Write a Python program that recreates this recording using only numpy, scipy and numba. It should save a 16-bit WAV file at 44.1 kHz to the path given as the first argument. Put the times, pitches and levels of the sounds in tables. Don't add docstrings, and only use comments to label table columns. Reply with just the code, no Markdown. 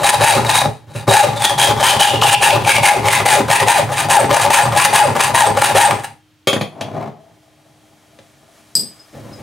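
import sys
import numpy as np
from scipy import signal
from scipy.fft import rfft, irfft
from scipy.io import wavfile
from scipy.ndimage import uniform_filter1d
from numba import njit

SR = 44100
rng = np.random.default_rng(int(sys.argv[2]) if len(sys.argv) > 2 else 0)


def waveform_to_disk(signal):
    frames = np.transpose(np.atleast_2d(signal))
    scaled = np.clip(frames, -1, 1) * 32767
    samples = np.round(scaled).astype(np.int16)
    wavfile.write(sys.argv[1], SR, samples)


N = 415418
T = np.arange(N) / SR

# frequency in Hz, gain in dB.
AIR_SPECTRUM = [(25, -16), (110, 11.5), (253, -7), (304, 2.5), (364, -6.5), (3150, -9.5), (15000, -25)]
# frequency in Hz, level in dB.
HUM_TONES = [(307, -59.5), (3207, -73)]
# start and turn in seconds, pressure of push and of pull in dB,
# top tooth rate of the push in Hz, share of the push before top speed, singing gain in dB.
STROKES = [(-.22, -0.029, 0, -4.5, 899.2, 0.45, 0), (.196, .41, 4, -4.5, 910, .42, 2.5),
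           (0.677, .87, -44.5, -29.5, 901.1, .4, 8), (1.069, 1.314, -2.5, -10.5, 861.6, 0.46, 9),
           (1.574, 1.759, -3, -2.5, 961.5, .22, -15), (1.989, 2.188, 0.5, -0.5, 913.3, 0.24, -2),
           (2.402, 2.602, 0, -4, 953.4, .27, 4.5), (2.82, 3.019, -2, -6.5, 960.5, .25, 6.5),
           (3.246, 3.444, -3.5, -3.5, 903.8, 0.32, 5.5), (3.66, 3.871, -3, -8, 950, 0.29, 8.5),
           (4.084, 4.282, -1.5, -6, 1014, .22, 13), (4.5, 4.705, 1, -3, 1034, .25, 6.5),
           (4.926, 5.128, 1, -5, 1026, .2, 11), (5.334, 5.538, -2, -5.5, 1021, .25, 10.5),
           (5.742, 5.954, -0.5, -20, 924, .38, 10.5)]
# frequency in Hz, bandwidth in Hz, gain in dB.
VISE_MODES = [(724, 42, -10), (816.2, 50.5, 1), (885.5, 91, -2), (977, 60, -11.5), (1135, 14, -9)]
MOUNT_MODES = [(221, 79, -8), (425, 55, -1), (573, 76, -0.5)]
BLADE_MODES = [(1655, 87, 4), (2490, 120, 7), (2667, 42, -0.5), (3700, 27, -1.5), (4650, 30, 3.5)]
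BLADE_TOP_MODES = [(6350, 110, 1), (8260, 140, 1), (9160, 220, -4), (9950, 190, 1)]
SQUEAK_MODES = [(8480, 160, 0)]
BENCH_MODES = [(113.8, 9.9, -4), (127.2, 29, -1.5)]
FRAME_MODES = [(412, 36, 2), (562, 76, 6), (1145, 19, 7), (2220, 83, -6), (2550, 88, -1.5), (3210, 91, 3),
               (3400, 8, 4), (6430, 120, -8), (10000, 28, 0)]
SLIDE_MODES = [(145.5, 100, 19.6), (390, 84, 9.8), (644, 63, 17)]
ROLL_MODES = [(5050, 30, 0), (8080, 30, -13)]
# frequency in Hz, gain in dB.
CHIP_SPECTRUM = [(300, -44.5), (900, 3), (2600, -4.5), (5200, -14), (9600, -5), (12000, -23), (15500, -30)]
THUD_SPECTRUM = [(60, -34), (105, 1.5), (212, 3), (572, 1.5), (1220, -10.5), (3290, -10), (13000, -30.5)]
HISS_SPECTRUM = [(200, 0), (10000, -10.5), (15000, -21.5)]
HAND_SPECTRUM = [(40, -11), (110, 7.5), (700, -4), (1300, -17), (12000, -35.5)]
# time in seconds, frequency in Hz, gain in dB.
WALL_RING = [(.1, 3790, -7), (.55, 3770, 1), (1.25, 3750, -6), (1.5, 3270, 8), (1.91, 3040, 4),
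             (2.3, 2770, 7), (2.48, 2620, 2), (2.72, 2280, 5), (3.2, 2000, -3), (4.4, 1650, -14)]
# time in seconds, level in dB.
HARD_SNAGS = [(.447, 7), (.642, -6), (1.827, 13), (2.222, 16), (3.484, 5), (4.368, 11.5), (4.398, 8.5),
              (4.462, 10), (5.195, 6), (5.621, 20.5), (5.909, 17.5)]
JOLTS = [(0.359, -1.5), (0.653, -4), (0.95, -9.5), (1.079, 0), (1.688, -9)]
SQUEAKS = [(4.2, -14), (4.635, -15.5), (5.045, -13.5), (5.47, -16.5), (5.857, -8)]
ROLLS = [(8.998, -39), (9.333, -39.5)]
# time in seconds, thud in dB, frame ring in dB, thud cutoff in Hz.
KNOCKS = [(6.472, -3, 2.5, 12000), (6.479, -4.5, -2.5, 9000), (6.53, 0, -7.5, 10100),
          (6.562, -0.5, -18.5, 1950), (6.611, -3, -11.5, 5000), (6.81, -5.5, -16.5, 10900),
          (8.188, -26.5, -42, 10100)]
# time in seconds, level in dB.
SLIDE_LEVELS = [(6.72, -42), (6.83, -27), (6.99, -27), (7.03, -19.5), (7.16, -46), (7.42, -57)]
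HISS_LEVELS = [(7.2, -64), (8.6, -53.5), (9.42, -50.5)]
HAND_LEVELS = [(9.13, -41), (9.15, -34), (9.42, -38.5)]
# time in seconds, ping in dB, thud in dB.
LANDINGS = [(8.753, 1.5, -30), (8.766, -0.5, -44), (8.795, -16, -57)]
# frequency in Hz, level in dB, time to fall 60 dB in seconds.
BRASS_MODES = [(4770, -5, 0.077), (4945, 4, 0.065), (4965, -21.5, 0.46), (8040, 2, 0.16), (8048, -11, .25),
               (8172, -17, .22), (11690, -10.5, 0.1), (14500, -17, .087)]
# frequency in Hz, left minus right in dB.
BALANCE = [(120, -2), (300, 3), (700, 4), (1500, 1.2), (10000, .3)]

PUSH_FULLNESS = .75
PULL_RATE, PULL_CREST = 1.12, .55
PUSH_BITE_DB, PULL_BITE_DB = -7, -13.5
TURN_S, REST_S = .02, .008
LIFT_S, LIFT_DB_PER_S, SAW_END_S = 5.979, 142, 6.15
TOP_HZ = 15750


def undb(db):
    return 10 ** (np.asarray(db) / 20)


def unit(x):
    return x / np.sqrt(np.mean(x ** 2))


def noise():
    return rng.standard_normal(N)


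def walk(rate_hz):
    span = max(2, int(SR / rate_hz))
    return unit(uniform_filter1d(uniform_filter1d(noise(), span), span))


def fade(rows):
    return undb(np.interp(T, *np.transpose(rows), left=-120))


def swells(rows, length_s):
    return sum(undb(db) * np.exp(-np.minimum(((T - s) / length_s) ** 2, 50)) for s, db in rows)


def convolve(x, response):
    return signal.fftconvolve(x, response)[:N]


def colour(x, points, size=4096):
    hz, db = np.transpose(points)
    grid = np.maximum(np.arange(size // 2 + 1) * SR / size, 1)
    cepstrum = irfft(np.log(undb(np.interp(np.log(grid), np.log(hz), db))))
    cepstrum[1:size // 2] *= 2
    cepstrum[size // 2 + 1:] = 0
    response = irfft(np.exp(rfft(cepstrum)))
    return convolve(x, response / np.linalg.norm(response))


def resonate(x, modes):
    f = np.maximum(np.arange(SR // 2 + 1), 1)
    response = irfft(sum(undb(db) / (1 + 1j * (f * f - hz * hz) / (f * w)) for hz, w, db in modes))
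    return convolve(x, response[:SR // 2])


@njit
def glide(x, hz, width_hz):
    y, band, low = np.empty(len(x)), 0., 0.
    for i in range(len(x)):
        g, damping = np.tan(np.pi * hz[i] / SR), width_hz / hz[i]
        v = (band + g * (x[i] - low)) / (1 + g * (g + damping))
        band, low, y[i] = 2 * v - band, low + 2 * g * v, damping * v
    return y


def decay(t60):
    return np.exp(-np.log(1000) * T[:SR] / t60)


def burst(t60):
    return rng.standard_normal(SR) * decay(t60)


def blows(times, levels_db, sound):
    out = np.zeros(N + SR)
    for s, db in zip(times, levels_db):
        out[int(s * SR):int(s * SR) + SR] += undb(db) * sound()
    return out[:N]


def workshop_air():
    hum = 0
    for hz, db in HUM_TONES:
        phase = 2 * np.pi * np.cumsum(hz * (1 + .00291 * walk(8.4))) / SR
        hum += undb(db) * np.sqrt(2) * np.sin(phase)
    shared = noise()
    return np.array([undb(-57) * colour(unit(shared + .5 * noise()), AIR_SPECTRUM) + hum
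                     for _ in range(2)])


def swing(travel, crest):
    skew = np.log(.5) / np.log(np.clip(crest, .05, .95))
    return np.abs(np.sin(np.pi * np.clip(travel, 0, 1) ** skew))


def arm():
    starts = np.transpose(STROKES)[0]
    stroke = np.maximum(np.searchsorted(starts, T, side="right") - 1, 0)
    start, turn, push_db, pull_db, top_hz, crest, sing_db = np.transpose(STROKES)[:, stroke]
    end = np.append(starts[1:], SAW_END_S)[stroke] - REST_S
    pushing = T < turn
    travel = (T - start) / (turn - start - TURN_S)
    pull_speed = swing((T - turn) / (end - turn), PULL_CREST)
    speed = np.where(pushing, swing(travel, crest) ** PUSH_FULLNESS, pull_speed)
    tooth_hz = top_hz * speed * np.where(pushing, 1, PULL_RATE)
    press = undb(np.where(pushing, push_db, pull_db) - LIFT_DB_PER_S * np.maximum(T - LIFT_S, 0))
    bite = undb(np.where(pushing, PUSH_BITE_DB, PULL_BITE_DB))
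    sing = np.exp(-((travel - .52) / .22) ** 2)
    return speed, tooth_hz, press, bite, sing, undb(sing_db * sing)


def teeth(speed, tooth_hz, press, bite, sing, sing_gain):
    jitter = (.022 + .08 * (1 - sing) ** 2) * walk(300)
    phase = 2 * np.pi * np.cumsum(tooth_hz * (1 + jitter)) / SR
    pulses = np.exp(np.cos(phase) - 1)
    judder = undb(5.2 * walk(75) * (1 - .7 * sing) / (1 + bite))
    stall = undb(-8 * swells([(s - .011, 0) for s, _ in catches()], .009))
    force = press * stall * judder
    grit = force * unit(noise() * (pulses + .4) * undb(2.8 * walk(600)))
    cut = force * bite * speed * sing_gain * undb(4 * (1 - sing) * walk(150))
    growl_hz = .8 * tooth_hz + 170
    growl = undb(18.5 - 9 * sing) * glide(glide(grit * speed ** .6, growl_hz, 420.), growl_hz, 420.)
    buzz = cut * np.sin(phase) + bite * growl
    return buzz, undb(-16) * cut * np.sin(2 * phase), grit


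def vise(buzz, grit, speed):
    tone = undb(-4.5) * resonate(buzz, VISE_MODES) + undb(-6.5) * resonate(buzz, MOUNT_MODES)
    scrape = undb(7.5) * resonate(grit * speed ** .54, VISE_MODES)
    return tone + scrape + undb(-5) * resonate(grit * speed ** .3, MOUNT_MODES)


def chips_and_blade(grit, speed):
    chips = undb(-9) * colour(grit * speed ** 2.83, CHIP_SPECTRUM)
    blade = undb(-5) * resonate(grit * speed ** 3.53, BLADE_MODES)
    return chips + blade + undb(-7) * resonate(grit * speed ** 5.1, BLADE_TOP_MODES)


def brass_wall(grit, speed):
    s, hz, db = np.transpose(WALL_RING)
    gain = undb(np.interp(T, s, db) + 7 * walk(130))
    return gain * glide(grit * speed ** 1.3, np.interp(T, s, hz), 160.)


def bench_rumble(press, speed):
    shaking = noise() * np.sqrt(press) * speed ** .055 * undb(-10 * speed)
    return undb(6.5) * resonate(shaking, BENCH_MODES)


def catches(delay_s=.011):
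    return [(s + delay_s, push_db) for s, _, push_db, *_ in STROKES if s > 0] + HARD_SNAGS


def snags():
    force = blows(*np.transpose(catches()), lambda: burst(.015) * (1 - decay(.01)))
    return undb(12.5) * resonate(force, VISE_MODES) + undb(-30.5) * colour(force, CHIP_SPECTRUM)


def jolts():
    force = blows(*np.transpose(JOLTS), lambda: burst(.19))
    dulled = colour(force, [(500, 5), (5000, -16.5)])
    return undb(14) * resonate(force, BENCH_MODES) + undb(-11.5) * resonate(dulled, MOUNT_MODES)


def squeaks():
    return unit(resonate(noise(), SQUEAK_MODES)) * swells(SQUEAKS, .0078)


def hacksaw():
    speed, tooth_hz, press, bite, sing, sing_gain = arm()
    buzz, harmonic, grit = teeth(speed, tooth_hz, press, bite, sing, sing_gain)
    direct = undb(-11.5) * buzz + harmonic
    metal = vise(buzz, grit, speed) + chips_and_blade(grit, speed) + squeaks() + brass_wall(grit, speed)
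    return direct + metal + bench_rumble(press, speed) + snags() + jolts()


def saw_laid_down():
    contacts = 0
    for s, thud_db, _, cutoff_hz in KNOCKS:
        lowpass = signal.butter(4, cutoff_hz, fs=SR, output="sos")
        contacts += signal.sosfilt(lowpass, blows([s], [thud_db], lambda: burst(.053)))
    thuds = undb(-9) * colour(contacts, THUD_SPECTRUM)
    times, _, ring_db, _ = np.transpose(KNOCKS)
    frame = undb(2) * resonate(blows(times, ring_db, lambda: burst(.13)), FRAME_MODES)
    friction = noise() * undb(2.9 * walk(180))
    slips = colour(friction, [(45, -26), (130, -1), (800, 2.5), (1400, -7), (12000, -15)])
    return thuds + frame + unit(resonate(slips, SLIDE_MODES)) * fade(SLIDE_LEVELS)


def rising_hiss():
    return colour(noise() * undb(walk(15)), HISS_SPECTRUM) * fade(HISS_LEVELS)


def brass_ring():
    return sum(undb(db) * decay(t60) * np.sin(2 * np.pi * (hz * T[:SR] + rng.random()))
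               for hz, db, t60 in BRASS_MODES)


def dropped_brass():
    times, ping_db, thud_db = np.transpose(LANDINGS)
    ping = blows(times, ping_db, brass_ring)
    crack = colour(blows(times, ping_db, lambda: burst(.11)),
                   [(2000, -21), (4800, 13), (6500, -3), (8200, 2), (10000, 10), (15000, -38)])
    thud = colour(blows(times, thud_db, lambda: burst(.27)),
                  [(70, -17), (170, 16.5), (300, 6), (900, -10.5), (3000, -44)])
    roll = resonate(noise() * swells(ROLLS, .0057), ROLL_MODES)
    return undb(-7) * ping + undb(-18.5) * crack + undb(7) * thud + undb(26) * roll


def hand():
    return colour(noise() * undb(2 * walk(71)), HAND_SPECTRUM) * fade(HAND_LEVELS)


def room(x, wet_db=-6, t60=.27, spread=.34):
    def echo(spectrum):
        reflections = burst(t60) * (1 - np.exp(-T[:SR] / .00018))
        tail = colour(np.pad(reflections, (0, N - SR)), spectrum)[:SR]
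        return convolve(x, tail / np.linalg.norm(tail))
    mid = echo([(120, 9.9), (2000, 10.4), (15000, 5.5)])
    side = spread * echo([(900, 5.5), (8000, 2.5), (15000, -33.5)])
    pan_db = np.interp(np.arange(N // 2 + 1) * SR / N, *np.transpose(BALANCE))
    return np.array([irfft(rfft(x + undb(wet_db) * (mid + sign * side)) * undb(sign * pan_db / 2), N)
                     for sign in (1, -1)])


def scene():
    brass = room(dropped_brass()) * undb([[1.06], [-1.06]])
    return room(hacksaw() + saw_laid_down() + hand() + rising_hiss()) + brass + workshop_air()


@njit
def follow(peaks, attack, release):
    out, level = np.empty(len(peaks)), 0.
    for i in range(len(peaks)):
        level += (peaks[i] - level) * (attack if peaks[i] > level else release)
        out[i] = level
    return out


def record(dry, ceiling=1.0, attack_s=.00004, release_s=.058):
    thin = signal.sosfilt(signal.butter(2, 65, "high", fs=SR, output="sos"), dry)
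    attack, release = 1 - np.exp(-1 / (attack_s * SR)), 1 - np.exp(-1 / (release_s * SR))
    envelope = follow(np.abs(thin).max(axis=0), attack, release)
    held = np.clip(thin * np.minimum(1, ceiling / (envelope + 1e-9)), -1, 1)
    return signal.sosfilt(signal.ellip(10, .2, 80, TOP_HZ, fs=SR, output="sos"), held)


dry = scene()
out = record(dry)
waveform_to_disk(out)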